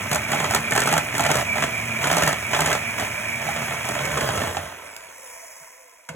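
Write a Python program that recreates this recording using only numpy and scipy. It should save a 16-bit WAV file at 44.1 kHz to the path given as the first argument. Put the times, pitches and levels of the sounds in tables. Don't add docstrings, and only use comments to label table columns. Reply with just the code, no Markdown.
import sys
import numpy as np
from scipy import signal
from scipy.fft import rfft, irfft, next_fast_len
from scipy.io import wavfile
from scipy.ndimage import uniform_filter1d

SR = 44100
rng = np.random.default_rng(int(sys.argv[2]) if len(sys.argv) > 2 else 0)


def generate_wav(sig):
    pcm = np.round(np.clip(np.atleast_2d(sig).T, -1, 1) * 32767).astype(np.int16)
    wavfile.write(sys.argv[1], SR, pcm)


N = 271213
T = np.arange(N) / SR
SIZE = next_fast_len(N + SR // 2)
HZ = np.maximum(np.arange(SIZE // 2 + 1) * SR / SIZE, 1)
CUTOFF_HZ = 16200


def from_db(db):
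    return 10 ** (np.asarray(db) / 20)


def rms_one(x):
    return x / np.sqrt(np.mean(x ** 2) + 1e-20)


def levelled(x):
    return x / np.sqrt(np.abs(uniform_filter1d(x ** 2, size=3000)) + 1e-12)


def noise():
    return rng.standard_normal(N)


def over_time(points):
    s, value = np.transpose(points)
    return np.interp(T, s, value)


def over_hz(points):
    hz, value = np.transpose(points)
    return np.interp(np.log(HZ), np.log(hz), value)


def drift(rate):
    knots = rng.standard_normal(4000)
    return np.interp(T * rate, np.arange(len(knots)), knots) * np.sqrt(3 / 2)


def body(x, colour, resonances=()):
    gain = from_db(over_hz(colour))
    for hz, width_hz, boost_db in resonances:
        peak = 1 / (1 + (2 * (HZ - hz) / width_hz) ** 2)
        gain = gain * np.sqrt(1 + (from_db(boost_db) ** 2 - 1) * peak)
    cepstrum = irfft(np.log(rms_one(gain) + 1e-9), SIZE)
    cepstrum[1:SIZE // 2] *= 2
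    cepstrum[SIZE // 2 + 1:] = 0
    return irfft(rfft(x, SIZE) * np.exp(rfft(cepstrum)), SIZE)[:N]


def moving_ring(x, centre_hz, width_hz):
    spin = np.exp(2j * np.pi * np.cumsum(centre_hz) / SR)
    narrow = signal.butter(2, width_hz, fs=SR, output="sos")
    return levelled(np.real(spin * signal.sosfilt(narrow, x / spin)))


def clicks(times, gains):
    out = np.zeros(N)
    index = np.clip(np.round(np.asarray(times) * SR).astype(int), 0, N - 1)
    np.add.at(out, index, gains)
    return out


def bursts(times, gains, decay_s):
    starts = clicks(times, np.asarray(gains) ** 2) + 1e-18
    power = signal.lfilter([1], [1, -np.exp(-2 / (decay_s * SR))], starts)
    return np.sqrt(power) * noise()


# [f/Hz, level/dB]
KITCHEN_WET = [(150, -18), (500, -10), (2300, -8), (4500, -12), (16000, -12)]


def kitchen(x, t60_s=.16):
    t = T[:SR // 2]
    tail = rng.standard_normal((2, len(t))) * from_db(-60 * t / t60_s) * (t > .004)
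    tail /= np.sqrt(np.sum(tail ** 2, axis=1, keepdims=True))
    return irfft(rfft(x, SIZE) * rfft(tail, SIZE) * from_db(over_hz(KITCHEN_WET)), SIZE)[:, :N]


# [f/Hz, phase/rad]
PORT_PHASE = [(0, 0), (200, -.1), (400, -.9), (700, -1.05), (830, .2), (980, -.6), (1150, .4), (1400, -.1),
              (2000, .5), (2350, 1.7), (3300, 1.3), (4000, 2.0), (4600, 3.1), (5100, 3.4), (6700, 6.28),
              (8950, 9.42), (11000, 12.57), (13200, 15.7), (15300, 18.85), (17000, 20)]
# [f/Hz, level/dB]
PORT_BALANCE = [(300, 0), (560, -3), (730, -10), (900, -1), (1080, -6), (1270, -1), (1600, -4),
                (1850, -1.5), (2270, -7), (2600, -2.5), (3300, 0)]


def ports(x):
    phase = np.interp(HZ, *np.transpose(PORT_PHASE))
    side = np.array([[.5], [-.5]])
    response = from_db(side * over_hz(PORT_BALANCE)) * np.exp(1j * side * phase)
    return irfft(rfft(x, SIZE) * response, SIZE)[:, :N]


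# [f/Hz, level/dB]
CHURN_COLOUR = [(25, -84), (50, -15.5), (75, 1.5), (120, -1), (165, 2), (260, -3.5), (500, -13),
                (2000, -74.5)]
# [f/Hz, width/Hz, boost/dB]
HOUSING_MODES = [(148, 22, 26), (521, 42, 17), (656, 27, 18.4), (949, 50, 13.7), (1535, 150, 10.4),
                 (2120, 80, 6), (2680, 200, 5)]
# [t/s, level/dB]
TICKS = [(4.965, -22), (6.052, -43)]
# [f/Hz, level/dB]
TICK_COLOUR = [(800, -20), (2500, 0), (4500, 0), (8500, 0), (12000, -5), (16000, -9)]
CLACK_COLOUR = [(40, -23), (120, -21), (300, -45), (620, -3), (1600, 6), (2600, 8.5), (4300, -7),
                (7500, 5.5), (16000, -18)]
SHUDDER_COLOUR = [(40, -8), (150, -10), (400, -4), (650, -4), (1000, -2), (2200, -13), (4300, -14),
                  (7500, -18), (16000, -37)]
# [t/s, sharp clack level/dB, dull thump level/dB]
JOLTS = [(5.6, -66, -56), (6.089, -25.5, -27), (6.136, -46, -30)]


def handling(clack_s=.0085, thump_s=.012, shudder_db=-16, shudder_s=.3):
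    tick_s, tick_db = np.transpose(TICKS)
    s, clack_db, thump_db = np.transpose(JOLTS)
    ticks = body(bursts(tick_s, from_db(tick_db), decay_s=.0009), TICK_COLOUR)
    clack = body(bursts(s, from_db(clack_db), clack_s), CLACK_COLOUR, HOUSING_MODES)
    shudder = body(bursts(s, from_db(clack_db + shudder_db), shudder_s), SHUDDER_COLOUR, HOUSING_MODES)
    thump = body(bursts(s + .0038, from_db(thump_db), thump_s), CHURN_COLOUR, HOUSING_MODES)
    return ticks + clack + shudder + thump


# [t/s, level/dB]
COAST = [(4.0, -80), (4.6, -41), (5.0, -41), (5.45, -59), (5.75, -62), (6.08, -47)]
# [f/Hz, level/dB]
COAST_COLOUR = [(150, -48), (450, -26), (1000, 14), (2200, 12), (4300, -14), (7000, -12), (16000, -14)]
# [t/s, level/dB]
SING = [(4.0, -72), (4.7, -55), (5.2, -56), (5.55, -54.5), (5.9, -60), (6.1, -65)]


def coasting(turns, scatter_db=3.0, level_db=-1):
    s = T[np.flatnonzero(np.diff(np.floor(turns)))]
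    ticks = bursts(s, from_db(scatter_db * rng.standard_normal(len(s))), decay_s=.0042)
    ticking = from_db(over_time(COAST) + level_db) * body(ticks, COAST_COLOUR, HOUSING_MODES)
    sing = np.zeros(N)
    for hz, width_hz, boost_db in HOUSING_MODES:
        if 400 < hz < 1100:
            mode = moving_ring(noise(), hz + 18 * drift(rate=12), width_hz / 2)
            sing += from_db(boost_db / 2 + 4 * drift(rate=14)) * mode
    return ticking + from_db(over_time(SING)) * rms_one(sing)


# [t/s, speed/(turns per s)]
SPEED = [(0, 228), (.25, 227.3), (1.0, 228.2), (1.6, 228.0), (2.2, 227.2), (2.45, 223.5), (2.8, 228.2),
         (3.4, 227.8), (3.97, 229), (4.15, 220), (4.3, 198.5), (4.45, 172), (4.6, 146.5), (4.8, 120.5),
         (5.0, 98.5), (5.2, 80.8), (5.5, 56), (6.15, 15)]


def shaft():
    speed = over_time(SPEED)
    return speed, np.cumsum(speed) / SR


def tones(turns, speed, orders, blur_rad, flicker_db=2):
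    out = np.zeros(N)
    for multiple, db in orders:
        phase = 2 * np.pi * multiple * turns + blur_rad * drift(rate=54)
        gain = from_db(db + flicker_db * drift(rate=28)) * (multiple * speed < CUTOFF_HZ)
        out += np.sqrt(2) * np.sin(phase) * gain
    return out


# [t/s, level/dB]
HISS = [(0, -43), (3.8, -43.5), (4.25, -42), (4.55, -45), (4.76, -54), (5.08, -55.5), (5.3, -49),
        (5.6, -52), (6.08, -64)]
# [f/Hz, level/dB]
HISS_COLOUR = [(40, 1), (110, -24), (330, -33), (420, -6), (520, 1.5), (660, -7), (790, -7), (980, 11.5),
               (1200, -5.5), (2200, 6), (4300, -26.5), (5300, 1.5), (8800, 2), (11000, -3.5), (16000, -8.5)]
# [f/Hz, width/Hz, boost/dB]
VENTS = [(9300, 73, 4.5)]
# [f/Hz, level/dB]
HUM = [(118.5, -46.5), (227.5, -45)]
# [multiple of shaft speed, level/dB]
BUZZ_ORDERS = [(3, -3), (4, -11), (9, -7), (10, 1), (12, -7)]
# [multiple of bar rate, level/dB]
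WHINE_ORDERS = [(1, 1), (2, 0), (3, -1), (3.5, -11), (4, 2), (5, 0), (6, -1), (7, -5)]
# [f/Hz, level/dB]
WHINE_COLOUR = [(3000, -22), (4500, -6), (5400, -1), (7000, 1), (8900, 2), (10200, 1), (11800, -5),
                (14500, -6), (16000, -17)]
# [t/s, level/dB]
WHINE = [(0, -62), (3.5, -62), (4.05, -59), (4.22, -49), (4.4, -53), (4.7, -61.5), (4.85, -65), (5.05, -63),
         (5.25, -63), (5.45, -68), (5.6, -73), (6.15, -88)]
POWER_OFF_S, COMMUTATOR_BARS = 4.02, 24
SHAFT_PLAY_TURNS, RUNOUT_DEPTH = .0031, .9
PRESS_HISS_DB = 5.5


def motor(turns, speed, pressure, level_db=7, spark_db=2.0, buzz_db=-46):
    sparks = rms_one(noise() * from_db(spark_db * drift(rate=540)))
    hiss_db = over_time(HISS) + PRESS_HISS_DB * pressure + level_db
    hiss = from_db(hiss_db) * body(sparks, HISS_COLOUR, VENTS)

    powered = np.clip((POWER_OFF_S - T) * 10, 0, 1)
    hum = np.zeros(N)
    for hz, db in HUM:
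        gain = np.sqrt(2) * from_db(db + 3 * drift(rate=7.2))
        hum += gain * np.sin(2 * np.pi * hz * T + .95 * drift(rate=12))
    buzz = from_db(buzz_db) * tones(turns, speed, BUZZ_ORDERS, blur_rad=.99)

    play = SHAFT_PLAY_TURNS * (1 - powered) * drift(rate=250)
    bars = tones(COMMUTATOR_BARS * (turns + play), COMMUTATOR_BARS * speed, WHINE_ORDERS,
                 blur_rad=.8, flicker_db=4)
    throb = 1 + RUNOUT_DEPTH * (1 - powered) * np.sin(2 * np.pi * turns)
    whine = body(bars * throb, WHINE_COLOUR) * from_db(over_time(WHINE))
    return hiss + powered * (hum + buzz) + whine


# [t/s, level/dB]
WHIRR = [(0, -32), (3.3, -31.5), (4.02, -32.5), (4.2, -41), (4.95, -47.5), (5.5, -54.5), (6.1, -62)]
# [f/Hz, level/dB]
WHIRR_COLOUR = [(100, -38), (500, -20), (1300, -8.5), (2100, -5.5), (3000, -14), (5000, -30.5),
                (16000, -27)]
# [f/Hz, width/Hz, boost/dB]
GEARBOX_MODES = [(2300, 2600, 25), (2493, 115, 10), (3350, 70, 7.5)]
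# [t/s, level/dB, pitch rise/Hz]
SURGES = [(.22, -39, 30), (.655, -30.5, 70), (1.07, -38, 50), (1.51, -31.5, 30), (1.78, -37, 0),
          (1.97, -33.5, 10), (2.47, -34, 25), (2.87, -34, 10), (3.28, -34.5, 30)]
SURGE_S, SURGE_SAG_HZ_PER_S = .05, 1200
GEAR_RING_HZ, GEAR_RING_WIDTH_HZ, GEAR_WAVER_HZ, GEAR_SWELL_DB = 2320, 65, 42, 2.5


def gears(turns, level_db=-2.5, mesh_db=3, ring_db=-6):
    whirr_db = over_time(WHIRR)
    mesh = from_db(mesh_db * np.sin(2 * np.pi * turns))
    scrape = body(rms_one(noise() * mesh), WHIRR_COLOUR, GEARBOX_MODES)
    ring_gain = from_db(whirr_db + ring_db)
    centre_hz = GEAR_RING_HZ + GEAR_WAVER_HZ * drift(rate=30)
    for s, db, rise_hz in SURGES:
        swell = np.exp(-((T - s) / SURGE_S) ** 2)
        ring_gain = ring_gain + from_db(db) * swell
        centre_hz = centre_hz + swell * (rise_hz - SURGE_SAG_HZ_PER_S * (T - s))
    ring = moving_ring(noise() * mesh, centre_hz, GEAR_RING_WIDTH_HZ)
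    ring = ring * from_db(GEAR_SWELL_DB * drift(rate=16))
    return from_db(whirr_db + level_db) * scrape + ring_gain * ring


WIRE_DB = [-6.5, -8, -12, -5.5]
GEAR_RATIO, FIRST_WIRE_TURNS = 12.3, .11


def wire_passes(turns, scatter_db, jitter_s):
    count = len(WIRE_DB)
    wire = np.floor((turns / GEAR_RATIO - FIRST_WIRE_TURNS) * count).astype(int)
    at = np.flatnonzero(np.diff(wire)) + 1
    chance = rng.standard_normal((len(at), 2))
    strength = from_db(np.array(WIRE_DB)[wire[at] % count] + scatter_db * chance[:, 1])
    return T[at] + jitter_s * chance[:, 0], strength


# [t/s, level/dB]
SLAP = [(3.3, -57), (3.9, -40), (4.2, -28), (4.45, -32), (4.7, -45.5), (5.2, -61), (6.1, -80)]
# [f/Hz, level/dB]
SLAP_COLOUR = [(40, -46), (100, -7), (190, -19), (380, -0.5), (600, -3), (1100, -3), (1600, 4.5),
               (2400, -12), (3300, -3), (4400, -29.5)]
# [f/Hz, width/Hz, boost/dB]
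SLAP_RINGS = [(439, 17, 13.5), (585, 35, 18.5), (1056, 33, 12.5)]


def slaps(passes):
    patter = body(bursts(*passes, decay_s=.02), SLAP_COLOUR, SLAP_RINGS)
    return from_db(over_time(SLAP)) * levelled(patter)


# [t/s, level/dB]
BATTER = [(0, 2), (2.0, 0.5), (3.2, -2.5), (3.8, -3), (4.1, 3), (4.399, 5), (4.63, -1), (4.76, -15.5),
          (5.25, -32), (6.1, -50)]
# [t/s, f/Hz]
HOLLOW = [(.07, 115), (.15, 163), (0.221, 108), (.33, 137.5), (.42, 163), (.49, 109.9), (.57, 160),
          (.69, 113), (.85, 150), (.97, 156), (1.07, 103.6), (1.34, 157), (1.47, 98.5), (1.57, 126.1),
          (1.63, 157), (1.76, 112.9), (1.99, 118), (2.1, 152.7), (2.25, 165.3), (2.35, 102), (2.53, 127.4),
          (2.69, 164.2), (2.8, 106.3), (3.3, 112.6), (3.5, 160), (3.85, 128), (4.2, 154), (4.34, 119),
          (4.5, 101.5), (4.62, 92), (4.8, 79.3)]
CHURN_DB, PRESS_CHURN_DB, PRESS_BOOM_DB = -38.5, 6, 3
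HOLLOW_WOBBLE_HZ, HOLLOW_WIDTH_HZ = 6, 7


def churn(passes, pressure, level_db=-2.0, boom_db=-3):
    shoves = bursts(*passes, decay_s=.0084)
    lumps = levelled(body(shoves, CHURN_COLOUR))
    hollow_hz = over_time(HOLLOW) + HOLLOW_WOBBLE_HZ * drift(rate=40)
    boom = moving_ring(shoves, hollow_hz, HOLLOW_WIDTH_HZ)
    burble = from_db(level_db) * lumps + from_db(boom_db + PRESS_BOOM_DB * pressure) * boom
    return from_db(CHURN_DB + over_time(BATTER) + PRESS_CHURN_DB * pressure) * burble


# [f/Hz, width/Hz, boost/dB]
BOWL_MODES = [(151, 23, 16), (282.3, 18, 9), (430, 34, 11.5), (603, 64, 16), (707.4, 91, 13.5),
              (876, 21, 11), (1010, 49, 6), (1285, 115, 3), (1874, 56, 3), (2110, 280, 1), (3326, 42, 7)]
# [f/Hz, level/dB]
KNOCK_COLOUR = [(40, -27), (90, -29.5), (300, -4), (520, -9), (800, -7), (1300, 6), (2100, 4.5),
                (3000, 1.5), (4200, -8.5), (8300, -4), (16000, -49)]
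CRACK_COLOUR = [(1000, -72), (4200, 2.5), (5400, 2), (8000, 9), (11000, -2.5), (13000, 4), (16000, -18)]
RATTLE_DB, PRESS_RATTLE_DB = -36, 9
RATTLE_FOLLOWS = .53


def rattle(passes, pressure, smear_db=-12, level_db=1, crack_db=-14, low_cut_hz=200, rough_db=3):
    grazes = bursts(*passes, decay_s=.004) + from_db(smear_db) * noise()
    grazes = rms_one(grazes * from_db(rough_db * drift(rate=600)))
    rattle_db = RATTLE_DB + RATTLE_FOLLOWS * over_time(BATTER) + PRESS_RATTLE_DB * pressure
    low_cut = signal.butter(2, low_cut_hz, "high", fs=SR, output="sos")
    grazes = signal.sosfilt(low_cut, grazes * from_db(rattle_db + level_db))
    return body(grazes, KNOCK_COLOUR, BOWL_MODES) + from_db(crack_db) * body(grazes, CRACK_COLOUR)


# [start t/s, end t/s, pressure (1 = firm), brightness level/dB]
SWEEPS = [(0.115, 0.149, 0.59, -3), (0.292, 0.44, 0.57, -16), (0.503, 0.556, 0.79, -12),
          (0.721, 0.835, 0.48, 7), (0.859, 0.97, 0.73, -13), (1.144, 1.28, 0.56, 2),
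          (1.303, 1.394, 0.97, -16), (1.557, 1.63, 0.53, -7.5), (2.02, 2.299, 0.98, -12),
          (2.518, 2.745, 0.88, -21), (2.982, 3.035, 0.65, -25), (3.423, 3.754, 0.35, -22),
          (3.853, 4.067, 0.34, -22), (4.113, 4.454, 0.3, -17)]
PRESS_S, RELEASE_S = .013, .05


def wall_contact():
    pressure, bright_points = np.zeros(N), []
    for start, end, firmness, bright_db in SWEEPS:
        corners = [start - PRESS_S, start, end, end + RELEASE_S]
        pressure += firmness * np.interp(T, corners, [0, 1, 1, 0])
        bright_points += [(start, bright_db), (end, bright_db)]
    return np.clip(pressure, 0, 1.2), over_time(bright_points)


# [t/s, knock level/dB, crack level/dB]
KNOCKS = [(0.115, -17.5, -20.5), (0.13, -19, -21), (0.147, -25, -20), (0.158, -19.5, -21),
          (0.318, -18.5, -26), (0.329, -15, -38), (0.347, -19.5, -26), (0.401, -16.5, -28),
          (0.443, -17, -29), (0.46, -23, -37), (0.509, -19, -22.5), (0.537, -17.5, -33),
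          (0.548, -14.5, -13), (0.562, -17.5, -30), (0.721, -16, -27), (0.752, -20.5, -25),
          (0.762, -14.5, -19.5), (0.777, -12.5, -19.5), (0.794, -20.5, -24), (0.819, -16.5, -24),
          (0.836, -28, -27), (0.86, -28, -26), (0.874, -14, -21), (0.889, -18, -29), (0.914, -17.5, -26),
          (0.926, -13.5, -20.5), (0.939, -16.5, -22), (0.966, -17.5, -31), (0.979, -16, -18),
          (1.151, -20.5, -30), (1.195, -14.5, -28), (1.206, -19, -21), (1.238, -23, -27), (1.25, -18, -30),
          (1.263, -14.5, -23), (1.291, -21, -37), (1.304, -16.5, -27), (1.315, -15.5, -17),
          (1.342, -22.5, -28), (1.355, -16.5, -21.5), (1.369, -21, -25), (1.385, -19, -41),
          (1.581, -18.5, -44), (1.624, -15.5, -36), (1.638, -15, -27), (2.041, -15, -31), (2.055, -20, -32),
          (2.072, -21.5, -25), (2.1, -18.5, -36), (2.114, -15, -21.5), (2.128, -15, -25),
          (2.168, -13.5, -20), (2.182, -16.5, -20.5), (2.222, -14, -24.5), (2.235, -15.5, -20),
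          (2.264, -22, -24), (2.277, -15, -20), (2.291, -19, -26), (2.534, -14.5, -35), (2.547, -15, -38),
          (2.565, -19.5, -32), (2.591, -16.5, -31), (2.606, -16, -19.5), (2.619, -17.5, -26),
          (2.66, -15.5, -21.5), (2.674, -16.5, -27), (2.703, -20.5, -33), (2.715, -18, -27),
          (2.729, -16, -23), (2.998, -21, -30), (3.488, -22.5, -46), (3.889, -22, -28), (4.053, -26.5, -28),
          (4.174, -17.5, -37), (4.209, -19.5, -28), (4.289, -20.5, -41), (4.345, -28, -41),
          (4.356, -29, -29), (4.376, -20.5, -39), (4.417, -22, -33), (4.569, -19, -48)]
TAP_DB, TAP_RANGE_DB = -17, 14


def wall_blows(passes, pressure, bright_db, scatter_db=5.0, bright_scatter_db=3):
    s, strength = passes
    press = np.interp(s, T, pressure)
    chance = rng.standard_normal((len(s), 2))
    level_db = TAP_DB - TAP_RANGE_DB * (1 - press) + 20 * np.log10(strength)
    level_db = level_db + scatter_db * chance[:, 0]
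    crack_db = level_db + np.interp(s, T, bright_db) + bright_scatter_db * chance[:, 1]
    taps = np.transpose([s, level_db, crack_db])
    gap_s = np.abs(s[:, None] - np.array(KNOCKS)[:, 0]).min(axis=1)
    return np.vstack([taps[(press > 0) & (gap_s > .009)], KNOCKS])


SPOT_DETUNE, SPOT_SPREAD_DB = .035, 2.5


def struck_bowl(blows, strike_db=15.0, blow_db=0.0, rebound_db=-4.0, ring_db=-15):
    s, level_db, _ = np.transpose(blows)
    strike = clicks(s, from_db(level_db + strike_db))
    blow = bursts(s, from_db(level_db + blow_db), decay_s=.0053)
    rebound = bursts(s + .0025, from_db(level_db + rebound_db), decay_s=.005)
    ring = bursts(s, from_db(level_db + ring_db), decay_s=.033)
    modes = []
    for hz, width_hz, boost_db in BOWL_MODES:
        spot_hz = hz * (1 + SPOT_DETUNE * rng.standard_normal())
        modes.append((spot_hz, width_hz, boost_db + SPOT_SPREAD_DB * rng.standard_normal()))
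    return body(strike + blow + rebound + ring, KNOCK_COLOUR, modes)


def knocks(blows, snap_db=4.0, thud_db=-9, spots=5):
    s, level_db, crack_db = np.transpose(blows)
    crack = bursts(s, from_db(crack_db + snap_db), decay_s=.0032)
    thud = bursts(s, from_db(level_db + thud_db), decay_s=.0026)
    struck = sum(struck_bowl(blows[spot::spots]) for spot in range(spots))
    return struck + body(crack, CRACK_COLOUR) + body(thud, CHURN_COLOUR, BOWL_MODES)


def scene():
    speed, turns = shaft()
    pressure, bright_db = wall_contact()
    passes = wire_passes(turns, scatter_db=0.0, jitter_s=.0007)
    mixer = handling() + coasting(turns) + motor(turns, speed, pressure) + gears(turns)
    bowl = slaps(passes) + churn(passes, pressure) + rattle(passes, pressure)
    bowl = bowl + knocks(wall_blows(passes, pressure, bright_db))
    return ports(bowl + mixer) + kitchen(bowl + mixer)


def record(dry):
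    bass_cut = signal.butter(4, 48, "high", fs=SR, output="sos")
    rounded = np.tanh(signal.sosfilt(bass_cut, dry))
    top_cut = signal.ellip(10, .2, 80, CUTOFF_HZ, fs=SR, output="sos")
    return signal.sosfilt(top_cut, rounded)


dry = scene()
out = record(dry)
generate_wav(out)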